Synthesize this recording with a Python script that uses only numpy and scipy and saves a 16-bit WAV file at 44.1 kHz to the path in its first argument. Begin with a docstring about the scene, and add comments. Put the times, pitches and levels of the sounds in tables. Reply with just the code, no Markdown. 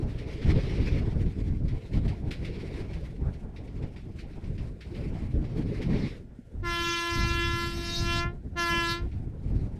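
"""Train horn from an open coach window

Far ahead the locomotive sounds a single-note air horn, one long blast and a short one, built from
harmonics with echoes that make it flutter. Wheels clack over the rail joints as short bursts of noise, and
axles knock the floor as dying tones. Filtered noise makes the slipstream that buffets the microphone, the
hissing rush of air and rails, and the rolling rumble of the moving coach.
"""
import sys
import numpy as np
from scipy import signal
from scipy.fft import rfft, irfft, next_fast_len
from scipy.io import wavfile
from scipy.ndimage import uniform_filter1d

SR = 44100
rng = np.random.default_rng(int(sys.argv[2]) if len(sys.argv) > 2 else 0)


def unload_wav(signal):
    """Save mono or channel-first audio to the path in sys.argv[1] as 16-bit WAV at rate SR, clipped to [-1, 1]."""
    wavfile.write(
        sys.argv[1],
        SR,
        np.round(np.clip(np.atleast_2d(signal).T, -1, 1) * 32767).astype(np.int16),
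    )


N = 431738
T = np.arange(N) / SR  # time in seconds
CUTOFF_HZ = 14330  # top of the sound

# The horn's blasts. Each row: valve opens in seconds, valve closes in seconds,
# pressure release time in seconds, brassiness in dB before each register takes its share.
HORN_BLASTS = [(6.616, 8.186, 0.085, 1), (8.545, 8.907, 0.099, 5)]


def horn():
    """Compressed air sounds the horn each time its valve opens."""
    return sum(blast(*row) for row in HORN_BLASTS)


# Horn pitch, sharp while the air pressure is low. Each row: time in seconds, pitch in Hz before jitter.
HORN_PITCH = [(6.62, 354), (6.66, 344.8), (6.72, 342), (7, 341.2), (7.6, 341.5), (8.12, 341.9), (8.22, 343),
              (8.3, 348.6), (8.38, 352), (8.54, 350.6), (8.6, 343.2), (8.68, 340.4), (8.78, 339.7),
              (8.88, 338.4), (8.97, 342.3), (9.08, 353.5)]
# How the horn's bell favours its harmonics. Each row: frequency in Hz, relative level in dB.
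BELL_TONE = [(1026, 4.5), (1368, 6), (1710, 5.5), (2050, 1.5), (2390, -3), (2730, -0.5), (3070, -2),
             (3420, -4.5), (4100, -7.5), (5450, -8), (6400, -15), (7300, -26.5), (8200, -21.5),
             (9400, -31.5), (11000, -28.5), (14000, -31)]
# Borders between the horn's registers (groups of harmonics). Each entry: a frequency in Hz.
REGISTER_BORDERS = [510, 850, 1550, 2200, 3600, 7000]


def blast(opens, closes, release, brass_db):
    """The horn's diaphragm chops air into pulses; low harmonics arrive direct, high ones as fluttering echoes."""
    ring_s = 0.2  # time kept after the valve closes
    scatter_hz = 3300  # here echo and direct sound are equally strong
    doppler, jitter = 0.002, 0.00086  # fractions of the frequency
    kinship = 0.7  # likeness of the echoes of neighbouring harmonics, 0-1
    phase_walk = 0.9  # radians
    live = (T >= opens) & (T < closes + ring_s)
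    t = T[live]
    hz, = curves(HORN_PITCH, t)
    wobbly_hz = hz * (1 + jitter * drift(rate_hz=91)[live])
    step = np.exp(2j * np.pi * np.cumsum(wobbly_hz) / SR)
    wave, echoes = 1j, 0
    registers, powers = np.zeros((2, len(REGISTER_BORDERS) + 1, len(t)))
    for harmonic_hz in np.arange(hz.mean(), CUTOFF_HZ, hz.mean()):
        # the bell smears each pulse a little
        wave = wave * step * np.exp(1j * phase_walk * rng.standard_normal())
        # short detours make neighbouring harmonics swell and fade together
        new_echoes = scattered(len(t), doppler * harmonic_hz)
        echoes = kinship * echoes + np.sqrt(1 - kinship ** 2) * new_echoes
        share = harmonic_hz / scatter_hz  # short waves scatter most
        heard = (1 + share * echoes) / np.hypot(1, share)
        partial = amp(read(BELL_TONE, harmonic_hz)) * wave * heard
        register = np.searchsorted(REGISTER_BORDERS, harmonic_hz)
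        registers[register] += partial.real
        powers[register] += abs(partial) ** 2 / 2
    pressure = air_pressure(t, opens, closes, release)
    levels = register_levels(live, pressure, brass_db)
    # even out each register before setting its level
    even = registers / np.sqrt(uniform_filter1d(powers, size=1800) + 1e-12)
    tone = (levels * even).sum(0)
    air = escaping_air()[live] * amp(-37.5) * pressure ** 1.1
    sizzle = levels[-1] * amp(-4.5) * coloured(FIZZ_SPECTRUM)[live]
    fade = np.clip(np.minimum(t - t[0], t[-1] - t) / .015, 0, 1)  # 15 ms at each end
    out = np.zeros(N)
    out[live] = fade * (tone + air + sizzle)
    return out


def escaping_air():
    """Escaping air hisses and whistles thinly at the bell: broad noise plus a very narrow band."""
    whistle_hz, width_hz = 3905, 9
    whistle = noise(lambda f: np.exp(-((f - whistle_hz) / width_hz) ** 2))
    hiss = noise(lambda f: amp(read(RUSH_SPECTRUM, f)) * above(f, edge_hz=540))
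    return amp(-14.5) * hiss + amp(-27.0) * whistle


def scattered(size, spread_hz, skirt=0.79):
    """Summed echoes of one partial from passing trackside things: a phasor smeared by Doppler shifts."""
    # worked out at every 32nd sample, as it changes slowly
    f = np.fft.fftfreq(next_fast_len(size // 32 + 2), 32 / SR)
    paths = np.exp(2j * np.pi * rng.random(len(f))) / (1 + (f / spread_hz) ** 2) ** skirt
    return np.interp(np.arange(size) / 32, np.arange(len(f)), unit(np.fft.ifft(paths)))


def air_pressure(t, opens, closes, release):
    """Pressure at the horn, 0-1: builds fast as the valve opens and drains ever faster when it closes."""
    attack_s, release_shape = 0.028, 1.6
    build = 1 - np.exp(-((t - opens) / attack_s) ** 2)
    drain = np.exp(-(np.maximum(t - closes, 0) / release) ** release_shape)
    return build * drain


# Guide for the second harmonic, which fades on its own. 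Each row: time in seconds, guide level in dB.
OCTAVE_FADING = [(6.77, -48), (6.9, -58.5), (7.05, -47), (7.3, -51.5), (7.7, -56.5), (7.85, -48),
                 (8.25, -43.5), (8.62, -41), (8.9, -51)]
# Guides for the other harmonics. Each row: time in seconds, then middle, upper-middle and high
# guide levels in dB.
HARMONIC_FADING = [(6.66, -32.5, -46, -48.5), (6.75, -33, -39, -44), (6.93, -32.5, -34, -39),
                   (7.04, -34, -38, -43), (7.22, -34.5, -39.5, -39), (7.4, -35, -34.5, -43),
                   (7.64, -33, -42.5, -42), (7.76, -49, -49, -46), (7.89, -43.5, -43.5, -41.5),
                   (7.96, -48.5, -47, -33), (8.04, -39.5, -45.5, -44.5), (8.11, -34, -33.5, -43),
                   (8.19, -34, -41, -35.5), (8.27, -21.5, -27.5, -45), (8.6, -29.5, -37, -38),
                   (8.69, -30, -40.5, -39.5), (8.76, -30, -32, -45), (8.9, -32.5, -37.5, -35)]
# Horn registers, from fundamental to sizzle. 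Each row: offset in dB, share of its fading (a factor),
# share of brassiness (a factor), power of air pressure (an exponent), waver in dB.
HORN_REGISTERS = [(-2, .33, 0.069, 0.62, 1.73), (-1, 1.3, 0.057, 0.71, 1.5), (-2.63, 1.01, 0, 1.84, .5),
                  (-4.1, 1.04, 0.14, 2, 1.3), (-0.05, 1.02, 0.03, 2.4, 1.4), (0, 0.97, 0, 3.14, 1.2),
                  (-18, .15, 0.66, 3.6, 1.3)]


def register_levels(live, pressure, brass_db):
    """Gain of each register: the high ones need full air pressure, so they speak last and stop first."""
    held_db = -38.5  # the guides count as swells and dips around this level
    t = T[live]
    guides = np.array(curves(OCTAVE_FADING, t) + curves(HARMONIC_FADING, t))
    octave, middle, upper, high = guides - held_db
    fadings = middle, octave, middle, middle, upper, high, high
    levels = []
    for row, fading_db in zip(HORN_REGISTERS, fadings):
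        offset_db, share, brass, power, waver_db = row
        waver = waver_db * drift(rate_hz=11.6)[live]
        level_db = held_db + offset_db + share * fading_db + brass * brass_db + waver
        levels.append(amp(level_db) * pressure ** power)
    return np.array(levels)


# Wheels on rail joints. Each row: time in seconds, strength in dB before trims.
WHEEL_CLACKS = [(0.185, -43.5), (0.359, -54), (1.2595, -50.5), (1.6824, -45), (1.9365, -44.5), (2.08, -40),
                (2.31, -34.5), (2.449, -40), (2.9335, -43.5), (3.336, -52.5), (3.562, -47), (3.6744, -54),
                (3.769, -60), (3.8257, -49.5), (3.9629, -48), (4.189, -44), (4.328, -55), (4.44, -49.5),
                (4.58, -47.5), (4.809, -44.5), (4.9492, -46.5), (5.4435, -48.5), (5.8187, -41),
                (9.1164, -54), (9.4924, -66)]
# Dull axle knocks through the floor. Each row: time in seconds, strength in dB before each tone's offset.
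AXLE_KNOCKS = [(6.241, -44.5), (6.388, -39), (6.539, -41)]
# Ringing tones of the floor. Each row: frequency in Hz, offset in dB, time to die by 60 dB in seconds.
FLOOR_TONES = [(193, 0, 0.11), (232, 15.5, 0.043), (323, -9, 0.04)]


def clatter():
    """Each joint gives a rattling splash, brighter when it is hit harder; some axles knock on the floor."""
    splash, treble, knocks = np.zeros((3, N))
    for s, db in WHEEL_CLACKS:
        splash += amp(db - 3.5) * burst(s - .003, rise=0.0029, t60=0.22)
        treble += amp(-69 + 1.3 * (db + 49)) * burst(s - .003, rise=0.0048, t60=0.16)
    for s, db in AXLE_KNOCKS:
        for hz, tone_db, t60 in FLOOR_TONES:
            tone = np.sin(2 * np.pi * hz * (T - s))
            knocks += amp(db + tone_db) * burst(s, rise=0.0057, t60=t60) * tone
    steel = noise(lambda f: amp(read(RUSH_SPECTRUM, f)) * above(f, edge_hz=1390))
    steel = patchy(steel, depth_db=1.5, frames=25, bins=4)
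    return splash * steel + treble * coloured(FIZZ_SPECTRUM) + knocks


def burst(s, rise, t60):
    """Envelope of a blow at time s: a quick rise, then a steady fall in dB."""
    age = np.maximum(T - s, 0)
    live = (age > 0) & (age < .5)
    out = np.zeros(N)
    out[live] = (1 - np.exp(-age[live] / rise)) * amp(-60 * age[live] / t60)
    return out


# Slipstream between the gusts. Each row: time in seconds, buffeting in dB before trims.
WIND_LEVEL = [(0.0, -31), (0.3, -38.5), (0.65, -27), (1.35, -39.5), (1.85, -40.5), (2.3, -34), (3.0, -34.5),
              (3.5, -40), (4.3, -40.5), (4.85, -40.5), (5.7, -33), (6.1, -39.5), (6.23, -46.5),
              (6.5, -51.5), (6.8, -39), (7.08, -47.5), (7.3, -35), (8.5, -39.0), (9.79, -36.0)]
# Spectrum of the slipstream. Each row: frequency in Hz, relative level in dB per Hz.
WIND_SPECTRUM = [(15, -2.5), (45, 3.5), (115, 0), (170, -4), (240, -9), (310, -11.5), (360, -14.5),
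                 (425, -13.5), (490, -19), (620, -22.5), (790, -30.5), (1200, -42)]
# Gusts that strike the microphone. Each row: start in seconds, length in seconds,
# buffeting in dB and flutter in dB, both before trims.
WIND_GUSTS = [(0.444, .15, -22.5, -26.5), (0.764, 0.54, -27.5, -32.5), (1.37, .4, -26, -32.5),
              (1.908, 0.2, -26.5, -31), (2.53, 0.11, -49, -34.5), (3.195, .12, -28, -34.5),
              (3.7, 0.18, -35, -38), (4.456, 0.23, -31.5, -36.5), (4.94, 0.37, -32, -34),
              (5.326, 0.099, -25, -32), (5.542, 0.2, -39, -31.5), (5.846, 0.23, -31, -25.5),
              (6.545, 0.21, -33.5, -45), (7.135, .13, -25.5, -31.5), (7.245, 0.33, -30.5, -52),
              (7.979, 0.32, -28, -35), (8.703, 0.075, -34, -35.5), (8.997, 0.23, -30, -41.5),
              (9.455, 0.2, -28, -37)]


def slipstream():
    """Eddies from large to small hit the microphone; the smallest grow with both gusts and the rush of air."""
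    wind_db, = curves(WIND_LEVEL, T)
    rush_db, = curves(RUSH_LEVEL, T)
    large, small = amp(wind_db), amp(wind_db - 3.5)
    for start, length, large_db, small_db in WIND_GUSTS:
        push = gust(start, length)
        large = np.hypot(large, amp(large_db) * push)
        small = np.hypot(small, amp(small_db) * push)
    excess_db = 20 * np.log10(small) + 37
    roar_db = -48.5 + 0.24 * excess_db + 0.48 * (rush_db + 60.5)
    puffs_db = -58.5 + 0.7 * excess_db + 0.044 * (rush_db + 67) + 2.35 * drift(rate_hz=6.4)
    swirl_db = 2.34 * drift(rate_hz=20.2)
    buffet = amp(-1.3) * large * eddies(low_hz=7.7, high_hz=119.7, size=3000)
    flutter = amp(-2.4) * small * eddies(low_hz=117.7, high_hz=318, size=2400)
    roar_eddies = eddies(low_hz=313, high_hz=532, size=1800)
    roar = amp(roar_db) * patchy(roar_eddies, depth_db=4.0, frames=12, bins=2)
    puff_eddies = eddies(low_hz=685, high_hz=1610, size=2000)
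    puffs = amp(puffs_db) * patchy(puff_eddies, depth_db=2.5, frames=10, bins=3)
    return (buffet + flutter + roar + puffs) * amp(swirl_db)


def gust(start, length):
    """A gust rises fast, holds and drops away."""
    edge_s = 0.055  # rise and fall time
    return np.clip(np.minimum(T - start, start + length - T) / edge_s + .5, 0, 1)


def eddies(low_hz, high_hz, size):
    """Eddies of one size range: a band of wind noise with its long swells evened out."""
    band = noise(lambda f: amp(read(WIND_SPECTRUM, f)) * above(f, low_hz) * below(f, high_hz))
    return steadied(band, size)


# Rush of air and rails. Each row: time in seconds, level in dB before trims and flicker.
RUSH_LEVEL = [(0, -58.5), (.52, -42.5), (.88, -43.5), (1.3, -59), (1.86, -59.5), (2.0, -55.5), (2.27, -58),
              (2.56, -49), (3.1, -59.5), (3.48, -71), (3.7, -62), (4.12, -65), (4.6, -61), (4.78, -67.5),
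              (4.98, -55), (5.35, -60.5), (6.03, -42), (6.17, -55), (6.25, -78), (8.4, -77), (9.1, -65.5),
              (9.33, -76), (9.55, -58.5), (9.79, -69.5)]
# Spectrum of the rush. Each row: frequency in Hz, relative level in dB per Hz.
RUSH_SPECTRUM = [(300, -3), (700, -3), (1000, 0.5), (1400, -1.5), (1750, 3), (2200, 7), (3000, -0.5),
                 (4200, -2.5), (5500, -7), (6800, -22.5), (9000, -30), (14000, -75)]
# Spectrum of the finest hiss. Each row: frequency in Hz, relative level in dB per Hz.
FIZZ_SPECTRUM = [(3000, -7), (6000, -4), (9000, -4.5), (11000, -12), (14000, -18)]


def rush():
    """Hiss of air and rails in shifting patches; the fine fizz on top swells less than the body."""
    level_db, = curves(RUSH_LEVEL, T)
    flicker_db = 2.65 * drift(rate_hz=20.5)
    body_db = level_db - 2.77 + flicker_db
    fizz_db = -72.0 + 0.45 * (level_db + 57) + 0.99 * flicker_db
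    body = amp(body_db) * patchy(coloured(RUSH_SPECTRUM), depth_db=2.0, frames=13, bins=5)
    fizz = amp(fizz_db) * patchy(coloured(FIZZ_SPECTRUM), depth_db=1.0, frames=20, bins=12)
    return body + fizz


# Spectrum of the rolling coach. Each row: frequency in Hz, relative level in dB per Hz.
ROLL_SPECTRUM = [(15, -50), (25, 19), (187, -22), (231, 2), (271, -19), (326, -35), (363, -18), (1260, -51),
                 (1400, -19), (1510, -21), (14000, -50)]


def rolling():
    """Even rumble of the coach, with a faint wheel tone made of narrow-band noise."""
    wheel_hz, width_hz = 1389, 14
    sing = noise(lambda f: 1 / (1 + ((f - wheel_hz) / width_hz) ** 2))
    return amp(-55) * coloured(ROLL_SPECTRUM) + amp(-84) * sing


def amp(db):
    """Turns dB into a plain gain."""
    return 10 ** (np.asarray(db) / 20)


def unit(x):
    """Scales to rms 1."""
    return x / np.sqrt(np.mean(abs(x) ** 2) + 1e-20)


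def read(points, hz):
    """Reads a spectrum in dB along a log-frequency axis."""
    f, db = np.transpose(points)
    return np.interp(np.log(hz + 1), np.log(f), db)


def curves(rows, t):
    """Each column of a table at the times t."""
    s, *columns = np.transpose(rows)
    return [np.interp(t, s, c) for c in columns]


def noise(gain):
    """Noise of rms 1 with the spectrum gain(Hz)."""
    size = next_fast_len(N)
    spectrum = rfft(rng.standard_normal(size)) * gain(np.fft.rfftfreq(size, 1 / SR))
    return unit(irfft(spectrum, size)[:N])


def coloured(points):
    """Noise with a tabled spectrum."""
    return noise(lambda f: amp(read(points, f)))


def drift(rate_hz):
    """Slow random wander of rms 1, worked out at every 32nd sample."""
    f = np.fft.rfftfreq(N // 32, 32 / SR)
    slow = irfft(rfft(rng.standard_normal(N // 32)) * np.exp(-(f / rate_hz) ** 2))
    return np.interp(np.arange(N) / 32, np.arange(len(slow)), unit(slow))


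def steadied(x, size):
    """Evens out the swells longer than size samples."""
    power = uniform_filter1d(uniform_filter1d(x ** 2, size), size)
    return x / np.sqrt(power + 1e-9)


def below(f, edge_hz):
    """Steep low-pass gain."""
    return 1 / np.sqrt(1 + (f / edge_hz) ** 10)


def above(f, edge_hz):
    """Steep high-pass gain."""
    return np.sqrt(1 - below(f, edge_hz) ** 2)


def patchy(x, depth_db, frames, bins):
    """Lets patches of the spectrum, some frames long and some bins wide, swell and sink on their own."""
    z = signal.stft(x, nperseg=512, noverlap=384)[2]
    field = rng.standard_normal(z.shape)
    for _ in range(2):
        field = uniform_filter1d(field, bins, axis=0)
        field = uniform_filter1d(field, frames, axis=1)
    swelling = z * amp(depth_db * unit(field))
    return unit(signal.istft(swelling, nperseg=512, noverlap=384)[1][:N])


def scene():
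    """The horn ahead, wheels, wind and running noise meet at one microphone."""
    return (horn() + clatter() + slipstream() + rush() + rolling())[None]


def record(dry):
    """Takes away everything above the cutoff with a steep low-pass filter."""
    lowpass = signal.firwin(801, CUTOFF_HZ, window=("kaiser", 9), fs=SR)
    return signal.oaconvolve(dry, lowpass[None], "same")


dry = scene()
out = record(dry)
unload_wav(out)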